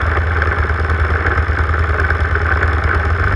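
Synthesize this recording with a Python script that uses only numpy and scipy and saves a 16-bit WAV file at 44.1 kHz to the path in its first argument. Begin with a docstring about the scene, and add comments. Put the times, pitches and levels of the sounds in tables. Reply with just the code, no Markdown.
"""A model aircraft's two-stroke engine idles on a runway, close by, at about 19 turns a second.
It fires mostly on every second turn, and on every turn as it picks up at the end. Each firing thumps in
the exhaust; piston and ports tick three times a turn, and the shaken airframe rattles in step with the
crank. Propeller wash rushes underneath."""
import sys
import numpy as np
from scipy import signal
from scipy.fft import rfft, irfft
from scipy.io import wavfile

SR = 44100
rng = np.random.default_rng(int(sys.argv[2]) if len(sys.argv) > 2 else 0)


def store_wav(level_fs):
    """Save 16-bit WAV to argv[1]."""
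    pcm = np.round(np.clip(np.atleast_2d(level_fs), -1, 1) * 32767)
    wavfile.write(sys.argv[1], SR, pcm.T.astype(np.int16))


N = 147735

# firings at top dead centre: start_s, burn_strength, knock_db
FIRINGS = [(0.016, 0.79, 6.5), (0.066, 0.59, 3.5), (.171, 0.74, 3.5), (.218, 0.21, -5), (0.27, 0.35, -1),
           (.318, 0.43, -1.5), (0.369, .6, 0), (0.421, 0.14, 4), (0.472, 0.65, 1), (0.586, .8, 1.5),
           (0.693, 0.67, 2), (0.798, 0.55, 3.5), (0.899, 0.79, 6), (0.999, 1, 3.5), (1.104, 0.72, 3.5),
           (1.265, 0.87, 4.5), (1.376, 1.13, 5.5), (1.482, 0.76, 0.5), (1.588, .9, 5.5), (1.692, 0.77, 1.5),
           (1.792, .9, 4.5), (1.893, 0.62, 4.5), (2.0, 0.68, 7), (2.103, 0.64, 5), (2.205, .8, 5),
           (2.311, .8, 0), (2.417, 0.71, 1), (2.52, 0.52, -1), (2.572, 0.23, 3.5), (2.629, .9, 8),
           (2.678, .5, 2.5), (2.732, .6, 4), (2.839, 1.1, 3.5), (2.948, 1, 7.5), (3.052, 0.62, 5),
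           (3.103, .7, 1), (3.148, 0.47, -6), (3.197, 0.63, 0), (3.239, 1, 1), (3.281, 0.81, -1.5),
           (3.323, 1.1, 2)]


def crank(turn_s=.052, last_turn_s=.043, coast_stretch=1.114, coast_knock_db=1):
    """The crank coasts and slows between firings. Per turn: start_s, length_s, burn, knock_db."""
    turns = []
    ends_s = [row[0] for row in FIRINGS[1:]] + [FIRINGS[-1][0] + last_turn_s]
    for (start_s, burn, knock_db), end_s in zip(FIRINGS, ends_s):
        gap_s = end_s - start_s
        stretch = coast_stretch ** np.arange(max(1, round(gap_s / turn_s)))
        for length_s in stretch * gap_s / stretch.sum():
            turns.append((start_s, length_s, burn, knock_db))
            start_s += length_s
            burn, knock_db = 0, coast_knock_db
    return np.transpose(turns)


# air pumped every turn: phase_turns, strength
PUFFS = [(.005, .45), (.32, .15), (.79, 1.15)]
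# gas pushed out by a firing, then sucked back: delay_s, signed_strength
BLAST = [(.0113, 1.3), (.0167, -1)]
# resonances rung by the puffs: pitch_hz, level_db, t60_s
PUMP_MODES = [(38, -25, .15), (81.3, 4.5, 0.16), (183, -19.5, 0.14)]
# resonances rung by the blasts: pitch_hz, level_db, t60_s
EXHAUST_MODES = [(56.2, -9.5, 0.14), (62, 3, 0.09), (76.5, -8, 0.45), (127, -22, 0.028),
                 (169, -17.5, 0.082)]


def exhaust(start_s, length_s, burn, pump_db=-16.5, burn_db=-16, pulse_sigma_s=.0011):
    """The puffs of every turn and the blast of each firing boom in the exhaust."""
    puffs = sum(clicks(start_s + phase * length_s, np.full(len(start_s), size)) for phase, size in PUFFS)
    blasts = sum(clicks(start_s + delay_s, size * burn) for delay_s, size in BLAST)
    boom = sum(from_db(pump_db + db) * ring(puffs, hz, t60) for hz, db, t60 in PUMP_MODES)
    boom += sum(from_db(burn_db + db) * ring(blasts, hz, t60) for hz, db, t60 in EXHAUST_MODES)
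    pulse = signal.windows.gaussian(SR // 50 + 1, pulse_sigma_s * SR)
    return signal.fftconvolve(boom, pulse / pulse.sum(), "same")


# piston knock, then two lighter ticks: phase_turns, level_db, rise_s, fall_s
TICKS = [(0, 0, 0.0012, 0.0011), (.335, -4.5, 0.0011, 0.0018), (.595, -2, 0.0011, .0008)]


def piston_contact(start_s, length_s, burn, knock_db, slide_db=-19, blowby_db=-2, blowby_s=.0056):
    """Gritty envelope of steady sliding, three ticks a turn and blow-by hiss after each firing."""
    t = np.arange(N) / SR
    power = np.full(N, from_db(slide_db) ** 2)
    scatter_db = rng.normal(0, .2, (len(start_s), len(TICKS)))
    for i in range(len(start_s)):
        near = np.abs(t - start_s[i] - length_s[i] / 2) < length_s[i]
        since_s = t[near] - start_s[i]
        for k, (phase, db, rise_s, fall_s) in enumerate(TICKS):
            age_s = since_s - phase * length_s[i]
            size = from_db(db + (scatter_db[i, k] if k else knock_db[i]))
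            power[near] += (size * np.exp(-np.maximum(age_s / fall_s, -age_s / rise_s))) ** 2
        blowby = burn[i] * from_db(blowby_db) * (since_s > 0) * np.exp(-np.abs(since_s) / blowby_s)
        power[near] += blowby ** 2
    grit_db = 2.5 * np.repeat(rng.standard_normal(N // 20 + 1), 20)[:N]
    return np.sqrt(power) * from_db(grit_db)


# cylinder and crankcase: pitch_hz, level_db, t60_s
METAL_MODES = [(2600, -8, 0.024), (3055, 2.5, 0.031), (3428, 7, 0.012), (4370, -4.5, 0.032),
               (4690, -9.5, 0.022), (5080, 1, 0.016), (5273, 2, 0.022), (6690, -6.5, 0.0076),
               (6900, -16, 0.023), (9020, -9, 0.0048), (10040, -10.5, 0.0033), (11400, -24.5, .007)]


def engine_ticks(contact, level_db=-43.5, snap_db=-26):
    """Each contact rings the engine's metal and adds a dry treble snap."""
    metal = sum(from_db(db) * rms_one(ring(contact * rng.standard_normal(N), hz, t60))
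                for hz, db, t60 in METAL_MODES)
    snap = from_db(snap_db) * rms_one(cut(contact ** 2 * rng.standard_normal(N), hz=8000, kind="high"))
    return from_db(level_db) * cut(rms_one(metal) + snap, hz=10900, kind="low", order=4)


def rattle(phase_turns, modes, shake, rate_per_s, spread_db=2.5):
    """Random contacts, harder at certain crank angles; each strikes every mode with its own strength."""
    shake_db = np.interp(phase_turns, *np.transpose(shake), period=1)
    sizes = from_db(shake_db + spread_db * np.minimum(rng.exponential(1, N), np.pi))
    contacts = sizes * (rng.random(N) < rate_per_s / SR)
    return rms_one(sum(from_db(db) * rms_one(ring(contacts * rng.standard_normal(N), hz, t60))
                       for hz, db, t60 in modes))


# loose fittings: pitch_hz, level_db, t60_s
FITTING_MODES = [(1074, -6, 0.03), (1229, 0, 0.018), (1355, -2, 0.023), (1524, 1.5, 0.027),
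                 (1741, -1.5, 0.021), (2080, -8, 0.01), (2252, -11.5, 0.066)]
# chatter through a turn: phase_turns, level_db
FITTING_SHAKE = [(.03, 6.5), (0.142, -4.5), (.26, -1.5), (.34, 0), (.47, -4.5), (0.631, -4), (.74, 3),
                 (0.851, -5), (0.938, -3.5)]
# hard strikes: start_s, level_db, pitch_hz
CLACKS = [(0.1713, -2.5, 1450), (0.308, -3.5, 1530), (0.3618, -2.5, 1570), (0.419, 5, 1670),
          (0.4742, -4, 1240), (0.5169, 0, 1520), (0.6275, 0, 1470), (0.694, -2.5, 1490), (0.7746, -4, 1310),
          (0.7987, -3.5, 1480), (0.8938, -1.5, 1350), (1.0393, -4, 1470), (1.158, -1, 1530),
          (1.3112, -1.5, 1510), (1.3202, -2, 1520), (1.376, -13, 1610), (1.4, -4.5, 1290),
          (1.5194, -6, 1520), (1.5721, -2.5, 1520), (1.5894, -4, 1560), (1.6914, 0, 1220),
          (1.7379, -3.5, 1450), (1.7786, 0.5, 1290), (1.996, -1, 1560), (2.0418, -1, 1520),
          (2.104, 3, 1590), (2.2483, -3, 1550), (2.3524, 2.5, 1550), (2.4555, -1, 1550),
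          (2.4885, 2.5, 1270), (2.5075, -7, 1460), (2.5139, 2, 1520), (2.5224, 0, 1520), (2.5571, -8, 1550),
          (2.5722, -6, 1550), (2.8769, -5, 1520), (2.9115, 1, 1530), (2.9428, -7, 1230), (3.2306, -4, 1390),
          (3.2725, 1.5, 1470)]


def fittings(phase_turns, vigour, chatter_db=-22, clack_db=-6, focus_db_per_octave=26):
    """Loose fittings chatter; now and then one clacks, ringing most in the modes near its pitch."""
    chatter = from_db(chatter_db) * rattle(phase_turns, FITTING_MODES, FITTING_SHAKE, rate_per_s=2400)
    start_s, level_db, pitch_hz = np.transpose(CLACKS)
    clacks = np.zeros(N)
    for k, (hz, db, t60) in enumerate(FITTING_MODES):
        loss_db = focus_db_per_octave * np.abs(np.log2(hz / pitch_hz))
        strikes = clicks(start_s, from_db(clack_db + level_db + db - loss_db))
        clacks += (-1) ** k * ring(strikes, hz, t60)
    dulled = cut(vigour * chatter + clacks, hz=2363, kind="low", order=4)
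    return cut(dulled, hz=915, kind="high", order=4)


# wing and fuselage skin: pitch_hz, level_db, t60_s
SKIN_MODES = [(182.4, -7, 0.1), (284, -7.5, 0.086), (364, -4, 0.044), (408, 0.5, 0.048), (459, -2.5, 0.029),
              (610, -3.5, .022), (693, -7, 0.011), (808, -2.5, 0.045)]
# rattle through a turn: phase_turns, level_db
SKIN_SHAKE = [(.07, 1.5), (.22, -1), (.4, -4), (0.641, -8.5), (0.769, 1), (.92, -3.5)]


def skin(phase_turns, vigour, level_db=-26.5):
    """The shaken wing and fuselage skin gives a low rattle."""
    panels = from_db(level_db) * rattle(phase_turns, SKIN_MODES, SKIN_SHAKE, rate_per_s=1500)
    return cut(vigour * panels, hz=990, kind="low")


# rattle contour, before scaling by contour_depth: time_s, level_db
VIGOUR = [(0.0, -23), (0.17, -15), (0.19, -20), (0.48, -17), (0.82, -22.5), (1.33, -16), (1.45, -22),
          (2.47, -19), (2.53, -15), (2.54, -20.5), (2.96, -17.5), (2.97, -20), (3.34, -17.5), (3.35, -31.5)]


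def airframe(start_s, length_s, knock_db, contour_depth=.74, knock_depth=.42):
    """The engine shakes fittings and skin in step with the crank, more when the piston knocks harder."""
    t = np.arange(N) / SR
    edges_s = np.append(start_s, start_s[-1] + length_s[-1])
    phase_turns = np.interp(t, edges_s, np.arange(len(edges_s))) % 1
    time_s, level_db = np.transpose(VIGOUR)
    contour_db = contour_depth * np.interp(t, time_s, level_db - level_db.mean())
    vigour = from_db(contour_db + knock_depth * np.interp(t, start_s, knock_db))
    return fittings(phase_turns, vigour) + skin(phase_turns, vigour)


# propeller wash and open air: frequency_hz, density_db
WASH_SPECTRUM = [(25, -23), (60, 17), (130, -4), (250, -35.5), (900, -19), (1500, -22), (2600, -21.5),
                 (4000, -24.5), (6000, -58), (10000, -76), (15000, -71)]


def propeller_wash(level_db=-31):
    """Smooth rush of air from the idling propeller."""
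    hz, db = np.transpose(WASH_SPECTRUM)
    bins_hz = np.maximum(np.fft.rfftfreq(N, 1 / SR), 1)
    gain = from_db(np.interp(np.log(bins_hz), np.log(hz), db))
    return from_db(level_db) * rms_one(irfft(rfft(rng.standard_normal(N)) * gain, N))


def from_db(db):
    """Decibels to gain."""
    return 10 ** (np.asarray(db) / 20)


def rms_one(x):
    """Scale to an rms of one."""
    return x / np.sqrt(np.mean(x ** 2) + 1e-20)


def cut(x, hz, kind, order=2):
    """Butterworth high- or low-pass."""
    return signal.sosfilt(signal.butter(order, min(hz, .45 * SR), kind, fs=SR, output="sos"), x)


def clicks(times, sizes):
    """Single-sample impulses at the given times."""
    out, at = np.zeros(N), np.round(times * SR).astype(int)
    inside = (at >= 0) & (at < N)
    np.add.at(out, at[inside], sizes[inside])
    return out


def ring(x, hz, t60):
    """A unit click sets a cosine of height one ringing."""
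    r, w = from_db(-60 / (t60 * SR)), 2 * np.pi * hz / SR
    return signal.lfilter([.5, 0, -.5], [1, -2 * r * np.cos(w), r * r], x + 1e-18)


def scene():
    """Exhaust, engine metal, airframe and propeller, close by in the open air."""
    start_s, length_s, burn, knock_db = crank()
    contact = piston_contact(start_s, length_s, burn, knock_db)
    engine = exhaust(start_s, length_s, burn) + engine_ticks(contact)
    return (engine + airframe(start_s, length_s, knock_db) + propeller_wash())[None]


def record(dry, cutoff_hz=15200):
    """The deepest bass is lost, peaks are rounded and the top is cut."""
    rounded = 1.292 * np.tanh(cut(dry, hz=27.5, kind="high") / 1.29)
    return signal.sosfilt(signal.ellip(10, .2, 70, cutoff_hz, fs=SR, output="sos"), rounded)


dry = scene()
out = record(dry)
store_wav(out)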